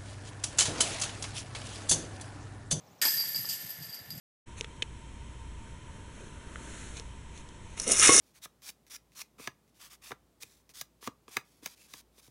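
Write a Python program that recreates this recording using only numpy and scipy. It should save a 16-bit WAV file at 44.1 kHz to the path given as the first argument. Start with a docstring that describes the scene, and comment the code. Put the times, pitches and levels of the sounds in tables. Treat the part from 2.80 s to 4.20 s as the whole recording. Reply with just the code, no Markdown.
"""A crash of steel chains, then a fading jingle: a thrown disc hits a disc golf basket and drops
into the tray. The chains swing back and clash again and again, ever weaker; each clash is a shower
of contacts that ring the links and the wire cage. The plastic knocks, the jolted frame rings on.
Around it a quiet pine wood: a small bird, soft air, and a light breeze bumping the microphone."""
import sys
import numpy as np
from scipy import signal
from scipy.fft import rfft, irfft, next_fast_len
from scipy.io import wavfile
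from scipy.ndimage import uniform_filter1d

SR = 44100
rng = np.random.default_rng(int(sys.argv[2]) if len(sys.argv) > 2 else 0)


def store_pcm(level_fs):
    """Save levels as 16-bit WAV."""
    pcm = np.round(np.clip(level_fs, -1, 1) * 32767).astype(np.int16)
    wavfile.write(sys.argv[1], SR, np.atleast_2d(pcm).T)


N = 61739
FFT_SIZE = 2 * next_fast_len(N)
HIT_S, SWAY_RISE_S = 0.2152, 0.011  # the disc lands and sets the chains swinging


def amp(db):
    """Decibels to gain."""
    return 10 ** (np.asarray(db) / 20)


def unit(x):
    """Scaled to rms 1."""
    return x / np.sqrt(np.mean(x ** 2) + 1e-20)


def along(points, hz):
    """A curve through (Hz, value) points, read on a log frequency axis."""
    freqs, values = np.transpose(points)
    return np.interp(np.log(hz + 1), np.log(freqs + 1), values)


def clock():
    """Time of every sample in seconds."""
    return np.arange(N) / SR


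def colour(x, points):
    """Minimum-phase EQ through (Hz, dB) points."""
    cepstrum = irfft(np.log(amp(along(points, np.fft.rfftfreq(FFT_SIZE, 1 / SR)))))
    cepstrum[1:FFT_SIZE // 2] *= 2
    cepstrum[FFT_SIZE // 2 + 1:] = 0
    return irfft(rfft(x, FFT_SIZE) * np.exp(rfft(cepstrum)), FFT_SIZE)[:N]


def even(x, seconds):
    """Leveller: rms held near 1 over the given time; faster beating stays."""
    power = np.abs(uniform_filter1d(unit(x) ** 2, size=max(int(seconds * SR), 1)))
    return x / np.sqrt(power + 0.09) / np.std(x)


def burst(start, rise, t60):
    """Envelope: linear attack, exponential decay."""
    t = clock() - start
    return np.clip(t / rise, 0, 1) * np.exp(-np.log(1000) * np.maximum(t - rise, 0) / t60)


def mode(hz, t60, size=16000):
    """A damped sine of energy 1."""
    t = np.arange(size) / SR
    ring = np.sin(2 * np.pi * hz * t) * np.exp(-np.log(1000) * t / t60)
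    return ring / np.linalg.norm(ring)


def air(level_db=-60.5):
    """The bed: a steady hush of trees."""
    # EQ of the hush: f/Hz, level/dB
    hush_eq = [(30, -26), (200, -3.5), (450, -2.5), (770, -0.5), (1400, -11.5), (3000, -16.5), (6500, -18),
               (10000, -28), (15000, -20.5)]
    return amp(level_db) * unit(colour(rng.standard_normal(N), hush_eq))


def breeze(trim_db=-3.5):
    """Wind bumps the microphone in short swells of low rumble."""
    # EQ of the rumble: f/Hz, level/dB
    rumble_eq = [(25, -66), (50, -16.5), (100, 0), (160, 3.5), (230, -6.5), (400, -24.5), (1000, -69)]
    # envelope of the bumps before the trim: t/s, level/dB
    bumps = [(0.0, -62), (0.08, -60.5), (0.116, -55.5), (0.178, -66), (0.232, -62), (0.322, -59),
             (0.368, -51.5), (0.428, -62), (0.49, -52), (0.532, -61.5), (0.594, -44.5), (0.63, -49.5),
             (0.664, -59), (0.692, -50.5), (0.82, -65), (0.844, -43), (0.86, -52), (0.902, -66),
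             (0.964, -60), (0.992, -48), (1.02, -41), (1.034, -51), (1.054, -62), (1.074, -51),
             (1.098, -49.5), (1.128, -75), (1.182, -81), (1.214, -43.5), (1.242, -70), (1.288, -48.5),
             (1.382, -42), (1.4, -69)]
    rumble = even(colour(rng.standard_normal(N), rumble_eq), seconds=0.031)
    return rumble * amp(trim_db + np.interp(clock(), *np.transpose(bumps)))


def bird(glide=2.3):
    """Thin notes that sweep up and down in turn, each over `glide` time constants."""
    # notes: t/s, length/s, start f/Hz, target f/Hz, level/dB
    chirps = [(-.004, 0.022, 5070, 7450, -70), (.064, 0.029, 7070, 4880, -63.5),
              (0.095, 0.049, 5270, 7500, -67.5), (0.18, 0.025, 7100, 4950, -62)]
    song = np.zeros(N)
    for start, length, from_hz, to_hz, db in chirps:
        progress = np.clip((clock() - start) / length, 0, 1)
        hz = to_hz + (from_hz - to_hz) * np.exp(-glide * progress)
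        song += amp(db) * np.sin(np.pi * progress) * np.sin(2 * np.pi * np.cumsum(hz) / SR)
    return song


def trunks(x):
    """Diffuse echo from the trees; the upper mids hang on longest."""
    # decay of the wood: f/Hz, t60/s
    decay_times = [(200, 1.8), (1000, 0.4), (2800, 4.6), (6000, 1.1), (14000, 0.58)]
    hz, t, noise = signal.stft(rng.standard_normal(N), SR, nperseg=256)
    decay = np.exp(-np.log(1000) * t / along(decay_times, hz)[:, None])
    tail = signal.istft(noise * decay, SR, nperseg=256)[1]
    return signal.fftconvolve(x, tail / np.linalg.norm(tail))[:N]


def disc(slap_db=9, slap_hz=2600):
    """The disc knocks on chains, pole and tray: a hollow plastic body under a dull slap."""
    # knocks: t/s, peak level/dB
    knocks = [(0.251, -29.5), (0.257, -27), (0.2583, -33.5), (.2645, -32.5), (0.2735, -37), (0.28, -38),
              (0.4, -34), (.438, -39.5), (.548, -38.5), (0.646, -37.5)]
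    # modes of the plastic: f/Hz, relative level/dB, t60/s
    plastic_modes = [(268, 0.5, 0.029), (328, -6, 0.065), (433, -0.5, 0.044), (592, 0, 0.035),
                     (898, 4, 0.067), (1150, 1.5, 0.021), (1450, 8.5, 0.0086)]
    lowpass = signal.butter(2, slap_hz, fs=SR)
    track = np.zeros(N)
    for start, peak_db in knocks:
        body = np.zeros(N)
        for hz, db, t60 in plastic_modes:
            gain = amp(db + rng.normal(0, 4.3)) * rng.choice([-1, 1])
            body += gain * np.sin(2 * np.pi * hz * (clock() - start)) * burst(start, 0.00024, t60)
        dull_noise = unit(signal.lfilter(*lowpass, rng.standard_normal(N)))
        knock = body + amp(slap_db) * dull_noise * burst(start, rise=0.00067, t60=0.022)
        track += amp(peak_db) * knock / np.abs(knock).max()
    return track


def frame(count=400, low_hz=1334, high_hz=4388):
    """The first blow jolts the crowded modes of pole and tray: a hard crash, a long faint ring."""
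    hz = low_hz * (high_hz / low_hz) ** rng.random(count)
    bins = np.round(hz * FFT_SIZE / SR).astype(int)
    spectrum = np.zeros(FFT_SIZE // 2 + 1, complex)
    spectrum[bins] = rng.standard_normal(count) * np.exp(2j * np.pi * rng.random(count))
    crash = amp(-35) * burst(HIT_S, rise=0.00049, t60=0.22)
    afterring = amp(-56.5) * burst(HIT_S, rise=0.001, t60=10.85)
    return unit(irfft(spectrum)[:N]) * np.hypot(crash, afterring)


def contacts(per_s, scatter_db=5.5):
    """Random clicks of uneven size, rms 1."""
    chance, size, sign = rng.random(N), rng.standard_normal(N), rng.choice([-1, 1], N)
    return unit((chance < per_s / SR) * sign * amp(scatter_db * np.tanh(size / 2) * 2))


def agitation(layer, sway_db):
    """One layer's envelope, how hard the links collide: clashes on top of the fading sway."""
    # chain clashes: t/s, rise/s, t60/s, clatter level/dB, ring level/dB, shimmer level/dB
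    clashes = [ (.2150, .0015, 0.39, -27.5, -34, -39), (0.219, 0.0018, 0.06, -26, -27, -43),
               (0.249, 0.003, 0.47, -35, -29, -27.5), (.282, 0.0014, 0.047, -51, -24.5, -29),
               (.291, .002, 0.025, -45, -40, -26), (0.338, 0.0017, 0.22, -42, -42, -29.5),
               (0.367, .015, 0.049, -53, -27.5, -35), (0.396, 0.003, .16, -64, -31, -33),
               (0.487, .004, 0.18, -63, -56, -35), (0.545, 0.0035, 0.025, -61, -31.5, -39),
               (0.55, 0.012, 0.089, -40, -32, -34.5), (0.576, 0.0022, 0.52, -48, -43, -37.5),
               (0.687, 0.0085, 0.23, -33.5, -33.5, -39.5), (0.726, .003, 0.15, -37.5, -47, -38),
               (.795, 0.0081, 0.6, -48, -72, -46), (0.883, 0.024, 0.11, -48, -50.5, -38),
               (1.012, .02, 0.28, -48.5, -45, -46), (1.093, 0.0033, 0.099, -51, -44, -60),
               (1.124, 0.0031, 0.3, -67, -44, -50), (1.142, 0.0023, 0.085, -44.5, -46, -43),
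               (1.188, .003, .08, -56, -48, -48), (1.3053, 0.00028, 0.028, -44, -32.5, -38),
               (1.309, 0.0023, 0.23, -51.5, -47, -48), (1.346, 0.0055, 0.4, -57, -56, -49.5),
               (1.374, 0.0051, 0.068, -49.5, -50, -51)]
    column = {"clatter": 3, "ring": 4, "shimmer": 5}[layer]
    clash_power = sum((amp(row[column]) * burst(*row[:3])) ** 2 for row in clashes)
    sway = amp(sway_db) * burst(HIT_S, SWAY_RISE_S, t60=2.87)
    return np.sqrt(clash_power + sway ** 2)


def clatter(cage_modes=320, cage_db=-8.5, low_hz=2951, high_hz=9646):
    """Dense bare clicks of steel on steel, which also ring the many weak modes of the wire cage."""
    # EQ of the bare contacts: f/Hz, level/dB
    click_eq = [(150, -37.5), (500, -15), (1200, -14.5), (1900, -19.5), (2600, -3.5), (3800, -4), (5200, 1),
                (7200, 2), (8800, 2), (10000, -6), (11200, -3.5), (13700, 9), (14300, -21), (15500, -34)]
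    clicks = unit(colour(contacts(per_s=4100), click_eq)) * agitation("clatter", sway_db=-38.5)
    freqs = rng.uniform(low_hz, high_hz, cage_modes)
    gains = rng.uniform(-0.81, 1, cage_modes)
    cage = sum(gain * mode(hz, t60=0.24) for hz, gain in zip(freqs, gains))
    return clicks + amp(cage_db) * signal.fftconvolve(clicks, cage / np.linalg.norm(cage))[:N]


def clinks(twin_gap_hz=72, twin_db=-8):
    """Single links ring out; each is slightly asymmetric, so a twin mode just above makes it beat."""
    # accents: t/s, f/Hz, main mode level/dB, rise/s, t60/s
    accents = [(.333, 1755, -40.5, 0.0094, 0.18), (.374, 4719, -23.5, 0.0081, 0.3),
               (.5458, 4760, -25.5, .002, 0.011), (.554, 4797, -31, 0.014, 0.11),
               (0.6554, 4900, -29.5, 0.00048, .016), (.688, 4760, -33.5, 0.0016, 0.087),
               (1.127, 4733, -45, .005, 0.3), (1.3043, 4800, -38, 0.00085, 0.15)]
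    track = np.zeros(N)
    for start, hz, db, rise, t60 in accents:
        t = clock() - start
        twin_hz = hz + twin_gap_hz * rng.uniform(0.666, 1.28)
        pair = np.sin(2 * np.pi * hz * t) + amp(twin_db) * np.sin(2 * np.pi * twin_hz * t)
        track += amp(db) * burst(start, rise, t60) * pair
    return track


def links(modes, spread=0.0011):
    """Steady jingle: per mode a lead link and two weaker, detuned ones, each with its own contacts."""
    jingle = np.zeros(N)
    for hz, db, t60 in modes:
        for detune, share in [(0, 1), (-spread, 0.5), (spread, 0.5)]:
            ring = mode(hz * (1 + detune * rng.uniform(0.44, 1.6)), t60)
            jingle += amp(db) * share * unit(signal.fftconvolve(contacts(per_s=500), ring)[:N])
    return even(jingle, seconds=0.037)


def chains():
    """Colliding links in three registers: a clang struck by the disc, a ring, a shimmer on top."""
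    # low, middle and high link modes: f/Hz, relative level/dB, t60/s
    clang_modes = [(1715, -4.5, 0.29), (1752, 3.5, 0.16), (1758, -2.5, 0.037), (1821, -1, 0.03),
                   (2106, 1.5, 0.011)]
    ring_modes = [(4725, -3, 0.21), (4733, 0, 0.1), (4830, 2, 0.17), (4785, 2, 0.036), (5290, -12, 0.04),
                  (5050, -2.5, 0.12), (5110, -3.5, 0.016), (8760, -16, 0.0073)]
    shimmer_modes = [(11620, 4.5, 0.094), (11830, 7, 0.067), (11790, 6, 0.13), (12330, 1, 0.041),
                     (13000, -4, 0.051), (12500, -3, 0.061), (12300, 7, 0.064), (12000, -21, 0.0054),
                     (12200, -4, 0.057), (12900, -17, 0.023), (13800, -23, .05)]
    strike = amp(-33) * burst(HIT_S, SWAY_RISE_S, t60=0.36)
    sway = amp(-50) * burst(HIT_S, SWAY_RISE_S, t60=5.9)  # keeps the clang alive
    clang = links(clang_modes) * np.hypot(strike, sway)
    ring = links(ring_modes) * agitation("ring", sway_db=-42.5)
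    shimmer = links(shimmer_modes) * agitation("shimmer", sway_db=-34.5)
    return clang + ring + shimmer


def scene(low_cut_hz=216, echo_db=-16.5):
    """Mono mix: basket and bird echo among the trees, over air and breeze."""
    low_cut = signal.butter(3, low_cut_hz, 'high', fs=SR)  # basket and disc sound with little bass
    basket = signal.lfilter(*low_cut, chains() + clinks() + clatter() + frame() + disc())
    direct = basket + bird()
    return (direct + amp(echo_db) * trunks(direct) + air() + breeze())[None]


def record(dry, top_hz=15500):
    """Brick-wall high cut on the whole mix."""
    passband = np.fft.rfftfreq(FFT_SIZE, 1 / SR) < top_hz
    return irfft(rfft(dry, FFT_SIZE) * passband, FFT_SIZE)[:, :N]


dry = scene()
out = record(dry)
store_pcm(out)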